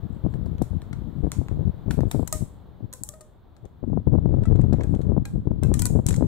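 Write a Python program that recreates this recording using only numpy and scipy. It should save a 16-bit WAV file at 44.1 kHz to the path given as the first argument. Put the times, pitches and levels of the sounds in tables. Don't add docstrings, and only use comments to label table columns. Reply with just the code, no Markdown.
import sys
import numpy as np
from scipy import signal
from scipy.fft import rfft, irfft
from scipy.io import wavfile
from scipy.ndimage import uniform_filter1d

SR = 44100
rng = np.random.default_rng(int(sys.argv[2]) if len(sys.argv) > 2 else 0)


def store_wav(level_fs):
    pcm = np.round(np.clip(np.atleast_2d(level_fs), -1, 1) * 32767)
    wavfile.write(sys.argv[1], SR, pcm.T.astype(np.int16))


N = 276504
TIME = np.arange(N) / SR

# start in seconds, length in seconds, rumble in dB, rasp in dB above the rumble.
HAND_STROKES = [(0.031, 0.026, -17.5, -12), (0.092, 0.091, -32, -7.5), (.235, 0.05, -18, -4.5),
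                (0.297, 0.261, -26, -9.5), (0.588, .045, -19.5, -4), (0.706, 0.076, -21.5, -10),
                (0.892, 0.22, -32.5, -18), (1.153, .06, -25, -15), (1.222, .06, -21, -1),
                (1.364, 0.062, -18, -12.5), (1.491, 0.085, -24.5, -8), (1.587, 0.046, -20.5, -3),
                (1.65, 0.048, -14.5, -17), (1.857, 0.095, -21, -4), (1.968, 0.11, -17.5, -8),
                (2.135, 0.11, -21.5, -4), (2.335, 0.03, -25.5, 1.5), (2.401, .035, -17.5, -8),
                (2.822, .035, -26, -18), (3.012, 0.016, -31, -18.5), (3.081, 0.015, -42, -20),
                (3.625, 0.032, -34, -2.5), (3.823, 0.019, -26, 5.5), (3.862, 0.15, -20.5, -14),
                (4.059, 0.15, -14, -7), (4.218, 0.22, -17, -5.5), (4.463, 0.17, -12.5, -9),
                (4.611, 0.17, -16, -9.5), (4.782, 0.071, -24, 2), (4.87, 0.1, -17, -8),
                (4.983, 0.12, -23.5, -5), (5.065, 0.16, -19, -11), (5.33, 0.068, -20.5, -7),
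                (5.454, 0.086, -19.5, -8), (5.554, 0.047, -25.5, -23.5), (5.614, 0.14, -15.5, -7),
                (5.753, .13, -20, -9), (5.9, 0.1, -15.5, -2.5), (6.054, 0.52, -19, -12)]
# time in seconds, rumble in dB.
LEFT_GRIP = [(0, -37.5), (1.7, -34), (2.4, -37.5), (2.5, -43), (3.1, -47.5), (3.3, -60), (3.78, -48),
             (3.9, -41.5), (6.27, -29.5)]
# time in seconds, rumble in dB.
RIGHT_GRIP = [(0, -65), (.35, -64), (.55, -38), (.7, -62), (.92, -51), (1.42, -72), (1.57, -34.5),
              (1.85, -60), (2.2, -58), (2.45, -62.5), (3.88, -61.5), (3.98, -40.5), (4.42, -32),
              (5.08, -40), (5.35, -32.5), (5.7, -39), (6.27, -31)]
# start in seconds, relative strength in dB.
CASE_BUMPS = [(0.053, -39), (0.2498, -26), (0.2633, -20.5), (0.464, -29), (0.6172, -14.5), (0.7316, -32.5),
              (1.2677, -23), (1.415, -25), (1.6803, -33), (1.8845, -26.5), (1.9902, -15.5), (2.006, -20.5),
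              (2.0337, -18), (2.1466, -17), (2.1947, -17.5), (2.229, -22), (2.4206, -31.5), (2.806, -36),
              (3.8385, -24.5), (3.9313, -21.5), (3.974, -15.5), (4.0723, -18.5), (4.1404, -17.5),
              (4.1523, -15), (4.1844, -18.5), (4.2581, -15), (4.3413, -17.5), (4.5564, -20.5),
              (4.594, -18.5), (4.6472, -25), (4.7263, -13.5), (4.7402, -16.5), (4.9403, -20),
              (5.119, -18.5), (5.166, -18.5), (5.1781, -15.5), (5.515, -21.5), (5.6281, -20),
              (5.7165, -17.5), (5.9589, -16), (5.9904, -17), (6.209, -18), (6.2244, -11.5)]
# frequency in Hz, relative level in dB.
RUMBLE_SPECTRUM = [(12, -18.5), (25, -19), (45, -4.5), (80, -1), (130, -2.5), (200, -7), (300, -13),
                   (500, -34), (1000, -66.5), (3000, -102.5)]
RASP_SPECTRUM = [(60, 10), (160, -9), (280, 8.5), (420, 0.5), (630, -11), (900, -22.5), (1400, -37),
                 (2200, -49), (5000, -71.5)]
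BUMP_SPECTRUM = [(25, -14.5), (100, -3), (250, 9.5), (450, -2), (700, -7.5), (1100, -20), (1800, -42),
                 (3500, -67.5), (9000, -100)]

# start in seconds, relative crack level in dB, hollow body in dB above
# the crack, fade time in seconds, left minus right in dB.
SHEET_SNAPS = [(0.339, -43, 31.5, 0.0013, 4), (0.4603, -35, 15, .0025, 3), (0.582, -38.5, 25, 0.0014, 2),
               (0.6214, -14, 2, 0.0012, 1), (0.818, -30, 16, 0.0027, 4), (0.929, -26, 19.5, 0.0034, 7.5),
               (1.3177, -3, 3, 0.00081, 4), (1.4846, -28.5, 22, 0.00049, 3),
               (1.9082, -12.5, 14.5, 0.0033, 3), (2.006, -25.5, 15, 0.0016, 4),
               (2.1125, -6.5, 6.5, 0.0025, 8), (2.275, -7.5, -6.5, .003, 19), (2.3255, 8.5, -8, 0.0023, 4),
               (2.9273, -11.5, -6, 0.0028, -6), (2.9358, -5.5, -12.5, .0015, 7),
               (3.0356, 0, -27.5, 0.00061, 13.5), (3.0889, -6.5, -17.5, 0.0018, 18.5),
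               (3.138, -26, 0.5, 0.0027, 11), (3.2075, -16.5, -6.5, 0.0066, 8),
               (3.565, -36, 10.5, .0026, 10), (3.653, -34.5, 9.5, 0.004, 12), (4.435, -32, 23.5, .004, 8),
               (4.454, -24, 14, 0.0052, 9), (4.555, -29.5, 20.5, 0.0053, 6),
               (4.6129, -28, 10, 0.0034, 12.5), (4.7294, -22.5, 19, 0.0042, 6),
               (4.807, -28.5, 27, 0.0048, 1.5), (4.834, -18.5, 2.5, 0.0032, 9),
               (4.9473, -28, 15.5, 0.0054, 7), (5.0142, -29, 16.5, 0.0056, 4.5),
               (5.2535, -12, 4, 0.0026, 7.5), (5.6344, -10, 3.5, 0.0007, 3), (5.74, -1, -2, 0.0015, 9),
               (5.792, 4, -6.5, 0.004, 4.5), (5.819, 2, -10, .0025, 17.5), (5.8548, 3, -15.5, 0.0018, 23),
               (5.8625, 1.5, -11, 0.0059, -8), (6.065, 5, -6, 0.001, 7.5), (6.0852, 4, -6.5, 0.0057, 8),
               (6.1063, -6, 0, 0.0036, 12.5), (6.1276, -11, -1, 0.0024, 13), (6.1413, -4.5, 0.5, 0.0015, 0),
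               (6.1618, -13.5, -6.5, 0.0034, 23)]
SNAP_BANDS_HZ = [1720, 3850, 7130, 12300]
# offset in dB, share of hollow body, share of top edge.
SNAP_BAND_MIX = [(-1.5, 1, 0), (-4.5, 0.63, 0.27), (0.5, 0.077, 0), (-1.5, 0.011, 0.94)]
# time in seconds, level in dB above the crack.
SNAP_TOP_EDGE = [(.6, -4), (1.32, -12), (1.9, 1), (2.3, -10.5), (2.93, -9), (3.2, -13.5), (4.8, -15.5),
                 (5.4, -7), (5.8, -11.5), (6.1, -18)]
# frequency in Hz, gain in dB.
SNAP_SPECTRUM = [(200, -14), (700, -2), (1700, -2), (2800, -6.5), (4100, 2), (5000, -5.5), (6200, -3.5),
                 (7600, 1.5), (9300, 1), (11000, 1), (13500, -1.5), (16000, -7)]
# frequency in Hz, relative level in dB, seconds to fade by 60 dB.
SHEET_NOTES = [(3620, -16.5, 0.11), (5536, 4, .25), (5910, 6.5, 0.27), (6320, -13, 0.086),
               (6930, -0.5, 0.15), (7600, 3, 0.28), (7730, -9.5, 0.089), (7900, 4.5, 0.11),
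               (9100, -1.5, 0.21), (9470, -10.5, 0.3)]

# start in seconds, relative level in dB, pitch in Hz.
STRING_PLUCKS = [(2.276, -50.5, 974), (2.3265, -30, 623.6), (2.938, -48, 511), (3.036, -56, 847),
                 (3.09, -48, 592), (3.137, -45.5, 632), (3.208, -47.5, 619), (4.454, -42, 659),
                 (4.836, -48.5, 822), (5.253, -43.5, 814), (5.632, -43.5, 523), (5.738, -44, 607),
                 (5.82, -43.5, 485), (5.857, -43, 491)]
# multiple of the pitch, seconds to fade by 60 dB.
STRING_HARMONICS = [(1, 0.24), (2, 0.11), (3, 0.1), (4, 0.07), (5, 0.16), (6, 0.0508)]
# time in seconds, frequency in Hz.
TWANG_BRIGHTNESS = [(2.3, 860), (3.1, 717), (4.8, 1203), (5.3, 1465), (5.9, 1260)]

# start in seconds, length in seconds, level in dB.
SHEET_SLIDES = [(.08, 0.13, -75.5), (0.293, 0.088, -70), (0.443, 0.049, -75), (1.002, 0.68, -79),
                (1.882, 0.13, -61), (2.059, 0.23, -58.5), (4.722, 0.38, -72)]
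# frequency in Hz, relative level in dB.
SLIDE_SPECTRUM = [(2000, -16), (4500, -7.5), (6300, -16), (7500, 3.5), (9200, -7.5), (11000, -7),
                  (16000, -12.5)]
AIR_SPECTRUM = [(20, -3.5), (80, 3.5), (160, -10.5), (300, -12), (600, -17), (1000, -21.5), (1600, -31),
                (2600, -42), (3500, -34.5), (4200, -40.5), (5200, -52.5), (11000, -56.5), (15000, -45)]
# time in seconds, relative level in dB.
AIR_LEVELS = [(0, -67), (2.27, -67.5), (3.11, -74.5), (3.96, -74), (4.68, -67.5), (5.27, -73.5),
              (5.8, -71.5), (6.27, -69.5)]


def hand_rubbing(left_rasp_db, right_rasp_db, leak_db):
    pressure = from_db([in_time(LEFT_GRIP), in_time(RIGHT_GRIP)])
    catch = pressure * from_db([[left_rasp_db], [right_rasp_db]])
    for s, length_s, level_db, rasp_db in HAND_STROKES:
        swell = stroke(length_s) * from_db([[level_db], [level_db + leak_db]])
        add(pressure, s, swell)
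        add(catch, s, swell * from_db(rasp_db))
    friction = slips(per_s=170, spread_db=4.0, smooth=0.38)
    rumble = evened(through(friction, response(RUMBLE_SPECTRUM)), window_s=.04)
    rasp = evened(through(friction, response(RASP_SPECTRUM)), window_s=0.094)
    return rumble * pressure + rasp * catch * flicker(per_s=50, depth_db=6.5)


def stroke(length_s, attack_s=0.009, release_s=.022):
    t = TIME[:int((length_s + release_s) * SR)]
    return np.clip(np.minimum(t / attack_s, (length_s + release_s / 2 - t) / release_s), 0, 1)


def slips(per_s, spread_db, smooth):
    jerks = (rng.random((2, N)) < per_s / SR) * from_db(spread_db * rng.standard_normal((2, N)))
    return unit_power(jerks * rng.choice([-1, 1], (2, N))) + smooth * rng.standard_normal((2, N))


def flicker(per_s, depth_db):
    points = rng.standard_normal(2000)
    wander = np.interp(TIME * per_s, np.arange(len(points)), points)
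    return unit_power(from_db(depth_db * np.tanh(wander)))


def hand_bumps(knock_db, thud_db, thud_hz, thud_fade_s, contact_s, catch_db):
    knocks, thuds, t = np.zeros(N), np.zeros(N), TIME[:SR // 5]
    for s, strength_db in CASE_BUMPS:
        tuning, softness, gap_s = rng.uniform([.75, .6, .002], [1.3, 1.4, .007])
        touch = np.hanning(3 + int(contact_s * softness * SR))
        touch = touch / touch.sum() * from_db(strength_db + knock_db)
        add(knocks, s - contact_s / 2, touch)
        add(knocks, s + gap_s, -touch * from_db(catch_db))
        wobble = np.sin(2 * np.pi * thud_hz * tuning * t)
        add(thuds, s, wobble * from_db(strength_db + thud_db - 60 * t / thud_fade_s))
    pulse = response(BUMP_SPECTRUM)
    return through(knocks, pulse / np.abs(pulse).max()) + thuds


def sheet_snaps(direct_db, alike, grit_db, mic_lag_s, lag_spread_s, ripple_db):
    out = np.zeros((3, N))
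    grid_hz = np.arange(400, 16400, 260)
    for s, crack_db, hollow_db, fade_s, pan_db in SHEET_SNAPS:
        tone_db = np.interp(np.log(grid_hz), np.log(SNAP_BANDS_HZ), snap_bands(s, crack_db, hollow_db))
        ripple = ripple_db * np.clip(rng.standard_normal(len(grid_hz)), -2, 1)
        click = tone_filter(grid_hz, tone_db + ripple, size=1024)
        left, right = through(buckle(fade_s, alike, grit_db), click)
        lag_s = mic_lag_s + lag_spread_s * rng.standard_normal()
        add(out[0], s, left * from_db(direct_db + pan_db / 2))
        add(out[1], s + lag_s, right * from_db(direct_db - pan_db / 2))
        add(out[2], s, click)
    return through(out, tone_filter(*np.transpose(SNAP_SPECTRUM)))


def snap_bands(s, crack_db, hollow_db):
    offset_db, hollow_share, edge_share = np.transpose(SNAP_BAND_MIX)
    edge_db = np.interp(s, *np.transpose(SNAP_TOP_EDGE))
    return crack_db + offset_db + hollow_share * hollow_db + edge_share * edge_db


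def buckle(fade_s, alike, grit_db):
    t = TIME[:SR // 80]
    left, other = rng.standard_normal((2, len(t)))
    right = alike * left + np.sqrt(1 - alike ** 2) * other
    swell = (1 - np.exp(-5 * t / fade_s)) * np.exp(-t / fade_s)
    burst = np.array([left, right]) * swell * from_db(grit_db * rng.standard_normal(len(t)))
    return burst / np.linalg.norm(burst, axis=1, keepdims=True)


def sheet_ring(snaps, ring_db):
    t = TIME[:SR // 3]
    ring = sum(np.sin(2 * np.pi * (hz * t + rng.random((2, 1)))) * from_db(db - 60 * t / fade_s)
               for hz, db, fade_s in SHEET_NOTES)
    return from_db(ring_db) * through(snaps, ring)


def string_twangs(slack_per_s, rolloff_db):
    out, t = np.zeros(N), TIME[:SR // 4]
    for s, level_db, pitch_hz in STRING_PLUCKS:
        strongest_hz = np.interp(s, *np.transpose(TWANG_BRIGHTNESS))
        phase = 2 * np.pi * pitch_hz * (t - slack_per_s * t ** 2 / 2)
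        for multiple, fade_s in STRING_HARMONICS:
            octaves_away = np.log2(multiple * pitch_hz / strongest_hz)
            loudness = from_db(level_db - rolloff_db * octaves_away ** 2 - 60 * t / fade_s)
            add(out, s, rng.choice([-1, 1]) * np.sin(multiple * phase) * loudness)
    return out * from_db([[1.5], [-1.5]])


def sheet_slides():
    swell = np.zeros(N)
    for s, length_s, level_db in SHEET_SLIDES:
        add(swell, s, from_db(level_db) * np.sqrt(np.hanning(int(length_s * SR))))
    return swell * through(slips(per_s=550, spread_db=4.5, smooth=0.34), response(SLIDE_SPECTRUM))


def room_echo(sound, echo_db, build_s, fade_s):
    t = TIME[:int(SR * .7)]
    tail = rng.standard_normal((2, len(t))) * from_db(-60 * t / fade_s) * (1 - np.exp(-t / build_s))
    return from_db(echo_db) * through(sound, unit_power(tail) / np.sqrt(len(t)))


def room_air(gain_db):
    noise = rng.standard_normal(N) + rng.standard_normal((2, N))
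    return unit_power(through(noise, response(AIR_SPECTRUM))) * from_db(in_time(AIR_LEVELS) + gain_db)


def from_db(db):
    return 10 ** (np.asarray(db) / 20)


def unit_power(x):
    return x / np.sqrt(np.mean(x ** 2) + 1e-20)


def evened(x, window_s):
    power = uniform_filter1d(x ** 2, int(window_s * SR), axis=-1)
    return x / np.sqrt(np.maximum(power, 0) + np.mean(x ** 2) / 100)


def in_time(rows):
    return np.interp(TIME, *np.transpose(rows))


def add(track, s, sound):
    start = int(np.clip(round(s * SR), 0, N - 1))
    track[..., start:start + sound.shape[-1]] += sound[..., :N - start]


def tone_filter(hz, db, size=4096):
    grid = np.maximum(np.fft.rfftfreq(size, 1 / SR), 1)
    cepstrum = irfft(np.log(from_db(np.interp(np.log(grid), np.log(hz), db))))
    cepstrum[1:size // 2] *= 2
    cepstrum[size // 2 + 1:] = 0
    return irfft(np.exp(rfft(cepstrum)))


def response(spectrum):
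    impulse = tone_filter(*np.transpose(spectrum))
    return impulse / np.linalg.norm(impulse)


def through(x, impulse):
    return signal.fftconvolve(np.atleast_2d(x), np.atleast_2d(impulse), axes=-1)[:, :N]


def scene():
    rubbing = hand_rubbing(left_rasp_db=-9.5, right_rasp_db=-15.0, leak_db=-49.5)
    bumps = hand_bumps(knock_db=8.5, thud_db=-2.5, thud_hz=107.3, thud_fade_s=0.12,
                       contact_s=0.00037, catch_db=-8.0)
    hand = rubbing + bumps * from_db([[0], [-30]])
    snaps = sheet_snaps(direct_db=1.5, alike=0.95, grit_db=1.0,
                        mic_lag_s=.0002, lag_spread_s=.00008, ripple_db=2.5)
    direct_snaps, room_snaps = snaps[:2], snaps[2]
    twangs = string_twangs(slack_per_s=0.25, rolloff_db=9.5)
    echo = room_echo(room_snaps + from_db(-11.0) * twangs[0], echo_db=-5.0, build_s=0.001, fade_s=0.35)
    sheet = direct_snaps + sheet_ring(room_snaps, ring_db=-55.0) + sheet_slides()
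    return hand + sheet + twangs + echo + room_air(gain_db=22.5)


def record(dry, low_cut_hz=15, ceiling=.85, high_cut_hz=16600):
    trimmed = signal.sosfilt(signal.butter(1, low_cut_hz, "high", fs=SR, output="sos"), dry)
    rounded = trimmed / (1 + (trimmed / ceiling) ** 4) ** .25
    return signal.sosfilt(signal.cheby2(14, 70, high_cut_hz, fs=SR, output="sos"), rounded)


dry = scene()
out = record(dry)
store_wav(out)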